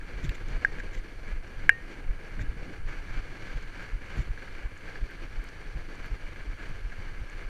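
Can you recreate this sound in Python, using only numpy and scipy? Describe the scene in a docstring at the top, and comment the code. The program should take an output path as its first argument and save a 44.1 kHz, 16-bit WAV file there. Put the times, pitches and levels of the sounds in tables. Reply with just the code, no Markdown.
"""A fat bike rolls along packed snow, heard from a camera in a case on the rider's chest.
From the start the wide tyres hum and crunch over wind rumble, surging as the pedals are pushed;
each stroke shoves the camera with a soft thump. Something hard knocks loudly on the case at 0.65 s
and louder still at 1.7 s. The ride goes on, swishing through looser snow, with light knocks,
jacket scuffs and small ticks from the bike; a faint electronic whine lies under it all."""
import sys
import numpy as np
from scipy import signal
from scipy.fft import rfft, irfft, next_fast_len
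from scipy.io import wavfile

SR = 44100
rng = np.random.default_rng(int(sys.argv[2]) if len(sys.argv) > 2 else 0)


def inscribe(sig):
    """Save sig as 16-bit PCM at rate SR to the path in sys.argv[1].

    A 1-D sig is mono; a 2-D sig holds one channel per row.
    Samples are clipped to [-1, 1] before scaling.
    """
    pcm = np.round(np.clip(np.atleast_2d(sig).T, -1, 1) * 32767)
    wavfile.write(sys.argv[1], SR, pcm.astype(np.int16))


N = 330289
T = np.arange(N) / SR


# Tone of the hollow roll, the crunch and the powder hiss. Each row: frequency in Hz, level in dB.
ROLL_EQ = [(70, -7.5), (150, 1.5), (230, -2.5), (310, 1), (380, -2), (490, -1.5), (640, -9), (900, -12.5),
           (1400, -40), (3000, -73)]
CRUNCH_EQ = [(400, -13.5), (900, -9), (1250, -5), (1490, -2), (1610, 3.5), (1710, 1.5), (1830, -6.5),
             (2080, -1.5), (2320, -1), (2620, -11.5), (2950, -9.5), (3400, -30.5), (5000, -42.5)]
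POWDER_EQ = [(2000, -2.5), (3200, 7), (3900, 2), (4300, 7.5), (4650, 6), (5200, -5), (5700, 0.5),
             (6400, -2.5), (7300, -13), (8000, -13.5), (9900, -15), (12500, -23), (15000, -55)]
# Slow fades as snow and speed change. Each row: time in seconds, then crunch, roll and hiss gain in dB.
TYRE_FADERS = [(0.0, -50.5, -51.5, -63.5), (0.21, -44.9, -46, -58), (0.4, -46.5, -48, -58.5),
               (0.86, -47.5, -48, -61.5), (1.15, -50.5, -50.9, -61.5), (1.41, -54.5, -55.5, -69.5),
               (1.62, -49.5, -50, -63), (2.12, -50.1, -50, -64.5), (2.75, -51, -52, -63.5),
               (2.83, -58.5, -59, -72.5), (2.97, -48, -51, -62), (3.6, -51, -53.4, -62),
               (3.99, -50, -54, -64.5), (4.39, -50.5, -53.5, -62.9), (4.71, -49.5, -53.5, -64.5),
               (4.9, -49, -50.5, -60.7), (6.3, -49, -52.5, -62), (7.49, -50, -53, -63.3)]
# The tread ploughs through looser snow. 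Each row: centre in seconds, lift in dB, half-length in seconds.
LOOSE_SNOW = [(0.51, 4, 0.029), (1.309, 7.5, .045), (1.929, 5.5, 0.034), (2.889, 10, 0.048),
              (3.16, 5, 0.053), (3.557, 5.5, 0.059), (3.822, 7.5, 0.06), (4.15, 3.5, 0.043),
              (5.49, 1.5, .029), (6.063, 3, 0.013), (6.34, 1, 0.019), (6.675, 4, 0.057), (7.396, 3, 0.013)]

def tyres(push_db):
    """Snow crystals break in clumps and faintly ring the case; the air chamber hums, powder hisses."""
    swish_db = sum(db * bell(s, half) for s, db, half in LOOSE_SNOW)
    clumps, patches = wander(rate_hz=37), wander(rate_hz=11)
    breaks = grains(per_s=900, spread_db=2.0) + 0.97 * rng.standard_normal(N)
    ringing = unit(signal.oaconvolve(breaks, shell(T[:SR // 2]))[:N])
    crunch = colour(breaks, CRUNCH_EQ) + from_db(-23) * ringing
    crunch *= from_db(-2.5 + 1.26 * clumps + 0.63 * patches)
    roll = colour(rng.standard_normal(N), ROLL_EQ) * from_db(-2.5 + 2.0 * clumps + 0.88 * patches)
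    powder = 0.5 * grains(per_s=3300, spread_db=2.5) + rng.standard_normal(N)
    hiss = colour(powder, POWDER_EQ) * from_db(-0.5 + 1.2 * clumps + 0.28 * patches)
    return (crunch * fader(TYRE_FADERS, column=1) * from_db(push_db + swish_db)
            + roll * fader(TYRE_FADERS, column=2) * from_db(push_db + 0.77 * swish_db)
            + hiss * fader(TYRE_FADERS, column=3) * from_db(push_db + swish_db))


# Pedal strokes, timed at the shove that ends each. Each row: time in seconds, shove level in dB,
# rocking rate in Hz, flutter in dB relative to the shove, tyre surge in dB.
PEDAL_STROKES = [(0.167, -27, 37.0, -16.5, 0.0), (0.565, -22, 24.6, -33, -1.8),
                 (0.983, -25.0, 27.0, -19, 1.5), (1.333, -26.5, 43, -18, 0.0),
                 (1.683, -31.5, 34.0, -9.0, 4.6), (2.107, -24.5, 34.5, -27.0, 0.0),
                 (2.497, -23.5, 44, -31, 2.6), (2.865, -33, 35.0, -11, 3), (3.18, -23, 28.0, -22.0, 1.1),
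                 (3.565, -24.5, 35.8, -15, 2.7), (3.947, -22, 31.6, -18.5, 0.5), (4.305, -23.5, 36, -18, 5),
                 (4.658, -26.5, 37.5, -17.5, 5), (5.029, -23, 37.6, -13, 2.2),
                 (5.395, -22.5, 31.7, -21, 0.5), (5.761, -26.5, 40.3, -16, 1.1),
                 (6.128, -22, 37.6, -14.5, 1.4), (6.488, -22.5, 32.5, -19, 1.9),
                 (6.86, -25.5, 35.8, -20, 1.6), (7.221, -26.5, 37.0, -17, 2.5)]
# Trail bumps. Each row: time in seconds, jolt level in dB, rocking rate in Hz, relative flutter in dB.
TRAIL_BUMPS = [(0.246, -28.5, 55.3, 0), (.296, -21, 40, -11.5), (2.418, -21.5, 29.4, -12),
               (4.194, -20.5, 41.4, -9), (7.0, -40.5, 45, 1.5), (7.467, -25.5, 27.8, -29)]

def shoves():
    """Each stroke or bump rocks the camera through about one cycle and briefly flutters the harness."""
    rocking, flutter = np.zeros(N), np.zeros(N)
    for s, db, hz, flutter_db, *_ in PEDAL_STROKES + TRAIL_BUMPS:
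        rocking += from_db(db) * np.sin(2 * np.pi * hz * (s - T)) * bell(s, half=0.44 / hz)
        flutter += from_db(db + flutter_db) * bell(s, half=0.014)
    harness_eq = [(30, -2.0), (70, 1.5), (110, 3.5), (180, -13.5), (350, -26.0), (900, -60), (3000, -78)]
    return rocking + flutter * colour(rng.standard_normal(N), harness_eq)


def pedalling():
    """How far the current stroke has gone (0-1), and the surge in dB that its push gives the tyres."""
    times, *_, surge_db = np.transpose(PEDAL_STROKES)
    strokes = np.interp(T, np.r_[0, times, N / SR], np.arange(len(times) + 2))
    phase = strokes % 1
    strength_db = np.r_[surge_db, surge_db.mean()].take(strokes.astype(int), mode="clip")
    return phase, strength_db * np.sin(np.pi * phase ** 1.26)  # the push peaks late in the stroke


# The tock of the case's small air cavity. Each row: frequency in Hz, level in dB.
TOCK_EQ = [(250, -57), (700, -27), (1150, -26), (1380, -21), (1470, -15), (1560, -1), (1620, 3),
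           (1800, -4.5), (1980, -8), (2150, -7), (2400, -12), (2850, -25), (3020, -20.5), (3600, -42.5),
           (14000, -67)]
# Blows on the case. Each row: start in seconds, peak in dB, hardness as a treble shelf in dB,
# gain of the shell's ring in dB.
CASE_KNOCKS = [(0.012, -37, 0, -11), (0.2936, -33, 12, 10), (0.6481, -8.5, -22, -6), (.7858, -33, 0, -6),
               (0.8013, -28, -6, -6), (1.6933, 1.5, -1.5, -1), (2.3920, -40, -5, -6),
               (2.394, -31.5, -10, -6), (4.3756, -34.5, -14, -8), (4.957, -32.5, -8, -4),
               (5.1, -36.5, -10, -6), (5.117, -38, -7, -6), (6.92, -37.5, -6, -6)]

def knocks():
    """A hard blow rings the case: a strong short tock from the cavity, a thin ping from the shell."""
    out, t = np.zeros(N), np.arange(SR // 2) / SR
    bins = np.fft.rfftfreq(2 * len(t), 1 / SR)
    tock = impulse_response(eq_gain(bins, TOCK_EQ), size=len(t))
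    contact = 1 - np.exp(-(t / 0.00066) ** 2)  # the ring builds while the two parts touch
    ping = contact * shell(t)
    shelf = 1 / (1 + (2200 / (bins + 1)) ** 16)  # opens above 2.2 kHz
    for s, peak_db, hard_db, ring_db in CASE_KNOCKS:
        ring = tock / abs(tock).max() + from_db(ring_db) * ping
        blow = signal.fftconvolve(ring, impulse_response(from_db(hard_db * shelf), size=512))
        add(out, s, from_db(peak_db) * blow / abs(blow).max())
    return out


# The shell's resonances. Each row: pitch in Hz, relative level in dB, seconds to fall by 60 dB.
SHELL_MODES = [(1847, -28.5, 0.27), (2320, -39, 0.075), (2370, -34, 0.092), (2710, -35, 0.089),
               (2820, -36, 0.097), (3830, -24.5, 0.0097), (5100, -33, 0.0099), (6150, -36, .008),
               (7340, -11, 0.0032), (9250, -51, .003), (10950, -50, .003), (12800, -48, .003),
               (14700, -55, 0.0034)]

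def shell(t):
    """The case's shell rings in decaying partials, t seconds after a tap."""
    return sum(from_db(db - 60 * t / t60) * np.sin(2 * np.pi * hz * t) for hz, db, t60 in SHELL_MODES)


# Tone of the wind rumble. Each row: frequency in Hz, level in dB.
WIND_EQ = [(8, -4), (24, 1.5), (35, -2.5), (50, -19.5), (75, -15), (110, -19), (170, -31.5), (300, -54),
           (800, -83)]
# The wind's slow rise and fall. Each row: time in seconds, gain in dB.
WIND_FADER = [(0.0, -39.5), (0.3, -33.5), (0.72, -32.2), (1.05, -37.5), (1.25, -31.5), (1.45, -36.7),
              (1.7, -32.5), (1.9, -39.5), (2.1, -31), (2.25, -34), (2.4, -31), (2.75, -33), (3.35, -32.5),
              (3.72, -37), (4.0, -36.5), (4.9, -36.5), (5.55, -37), (6.3, -34.5), (6.7, -37), (7.49, -35.5)]

def wind(phase):
    """Air rumbles on the camera, easing after each stroke and building again as the rider sways."""
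    sway_db = -2 * np.cos(2 * np.pi * (phase - 0.3))  # calmest 30% into the stroke
    rumble = colour(rng.standard_normal(N), WIND_EQ) * fader(WIND_FADER, column=1)
    return rumble * from_db(-2.2 + sway_db + 2.0 * wander(rate_hz=9.9))


# Ruts under the tyres. Each row: centre in seconds, level in dB, half-length in seconds.
RUT_HITS = [(0.238, -47, 0.014), (0.504, -47, 0.035), (0.781, -46, 0.016), (0.955, -50, 0.014),
            (2.005, -50, .012), (2.405, -44.5, 0.036), (2.585, -52, 0.053), (2.7, -44, 0.022),
            (3.8, -51, 0.031), (4.19, -43.5, 0.029), (5.898, -48, .018), (6.706, -42.5, 0.01)]
# Tone of the boom. Each row: frequency in Hz, level in dB.
BOOM_EQ = [(70, -9), (150, 11), (220, 5), (310, 6.5), (420, -3), (700, -8.5), (2000, -59)]

def ruts():
    """Ruts drum short hollow booms out of the tyre's air chamber."""
    load = sum(from_db(db) * bell(s, half) for s, db, half in RUT_HITS)
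    return load * colour(rng.standard_normal(N), BOOM_EQ)


# Jacket rubs. Each row: centre in seconds, level in dB, half-length in seconds.
JACKET_RUBS = [(0.249, -46.5, 0.012), (0.352, -44.5, 0.0055), (0.486, -47, 0.0033), (0.8, -49.5, 0.006),
               (0.949, -48.5, 0.011), (0.985, -55, 0.0091), (2.414, -47, 0.0098), (4.189, -48.5, 0.0085),
               (4.219, -51, 0.01)]
# Tone of the cloth. Each row: frequency in Hz, level in dB.
CLOTH_EQ = [(600, -36), (1300, -43), (1900, 9), (2350, 4.5), (2700, -5), (3700, -2), (4800, -13),
            (6000, -8), (7500, -8.5), (8200, -24), (15000, -29)]

def scuffs():
    """The stiff jacket brushes the case in short grainy rubs."""
    pressure = sum(from_db(db) * bell(s, half) for s, db, half in JACKET_RUBS)
    return pressure * colour(grains(per_s=11000, spread_db=5.5), CLOTH_EQ)


# Small dry ticks. Each row: start in seconds, peak in dB, band centre in Hz.
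BIKE_TICKS = [(0.2927, -35.5, 3860), (0.2937, -28.5, 2290), (.2935, -47, 13500), (0.648, -43, 5330),
              (0.649, -44, 6300), (3.625, -54, 6800), (3.825, -56, 13000), (4.1712, -52, 10000),
              (4.2118, -58, 9000), (4.776, -50, 7150), (5.108, -57, 13500), (5.4405, -54, 12500),
              (5.441, -50, 7200), (5.4885, -44, 5500), (5.9545, -53, 7200), (6.06, -56, 12500),
              (6.6895, -52, 9000), (7.2992, -47, 7200)]

def ticks():
    """Tiny hard contacts in the bike and camera mount, each a few milliseconds of bright noise."""
    out, t = np.zeros(N), np.arange(SR // 50) / SR
    for s, db, hz in BIKE_TICKS:
        band = signal.butter(2, [hz / 1.17, hz * 1.17], "bandpass", fs=SR)
        tick = signal.lfilter(*band, rng.standard_normal(len(t)) * np.exp(-t / 0.0017))
        add(out, s, from_db(db) * tick / abs(tick).max())
    return out


# Thin high tones. 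Each row: pitch in Hz, rms level in dB, waver in Hz.
WHINE_TONES = [(5844, -83, 5), (8781, -80, 6), (11705, -93, 12), (14626, -94, 8)]
# A looping triple chirp. Each entry: time in seconds within the loop.
CHIRP_TIMES = [.278, .318, .337]

def whine(loop_s=0.3862, chirp_hz=5520):
    """The camera's electronics give off faint wavering tones and tiny chirps over a steady hiss."""
    tones = np.zeros(N)
    for hz, db, waver in WHINE_TONES:
        pitch = hz + waver * wander(rate_hz=22)
        tones += np.sqrt(2) * from_db(db) * np.sin(2 * np.pi * np.cumsum(pitch) / SR)
    gate = sum(np.exp(-((T % loop_s - s) / 0.0021) ** 2) for s in CHIRP_TIMES)
    chirps = from_db(-62) * gate * np.sin(2 * np.pi * chirp_hz * T)
    hiss = colour(rng.standard_normal(N), [(1000, -2.5), (10000, 1), (13000, -4.5)])
    return tones + chirps + from_db(-73.5) * hiss


def from_db(db):
    """Decibels to gain."""
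    return 10 ** (np.asarray(db) / 20)


def unit(x):
    """Scales to rms 1."""
    return x / np.sqrt(np.mean(x ** 2) + 1e-20)


def fader(rows, column):
    """One dB column of a timed curve as a gain at every sample."""
    rows = np.array(rows)
    return from_db(np.interp(T, rows[:, 0], rows[:, column]))


def eq_gain(bins, eq):
    """The gain of an EQ curve at the frequencies in bins."""
    hz, db = np.transpose(eq)
    return from_db(np.interp(np.log(bins + 1), np.log(hz), db))


def colour(x, eq):
    """Plays x through an EQ curve, at rms 1."""
    size = next_fast_len(N)
    gain = eq_gain(np.fft.rfftfreq(size, 1 / SR), eq)
    return unit(irfft(rfft(x, size) * gain, size)[:N])


def wander(rate_hz):
    """Smooth random drift of rms 1, moving about rate_hz times a second."""
    size = next_fast_len(N)
    lowpass = np.exp(-(np.fft.rfftfreq(size, 1 / SR) / rate_hz) ** 2)
    return unit(irfft(rfft(rng.standard_normal(N), size) * lowpass, size)[:N])


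def grains(per_s, spread_db):
    """Sparse clicks of random sign, mostly small and a few large."""
    size = from_db(spread_db * np.minimum(rng.exponential(1, N), 4))
    return unit(size * rng.choice([-1, 1], N) * (rng.random(N) < per_s / SR))


def bell(s, half):
    """A smooth swell of height 1 around time s."""
    return np.exp(-np.minimum(((T - s) / half) ** 2 / 2, 20))


def add(mix, s, sound):
    """Mixes a sound in at time s."""
    part = mix[max(round(s * SR), 0):][:len(sound)]
    part += sound[:len(part)]


def impulse_response(gain, size):
    """The tightest (minimum-phase) impulse response with this gain at each frequency."""
    log_gain = np.log(np.maximum(np.r_[gain, gain[-2:0:-1]], 1e-5))
    return np.fft.ifft(np.exp(np.conj(signal.hilbert(log_gain)))).real[:size]


def scene():
    """The pedalling drives tyres and wind; all reaches one microphone, and open snow gives no echo."""
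    phase, push_db = pedalling()
    return (tyres(push_db) + ruts() + wind(phase) + shoves()
            + knocks() + scuffs() + ticks() + whine())[None]


def record(dry):
    """Clips the hardest knock at full scale, then cuts the treble above about 15 kHz."""
    lowpass = signal.firwin(401, 14950, window=("kaiser", 8), fs=SR)
    return signal.oaconvolve(np.clip(dry, -1, 1), lowpass[None], "same")


dry = scene()
out = record(dry)
inscribe(out)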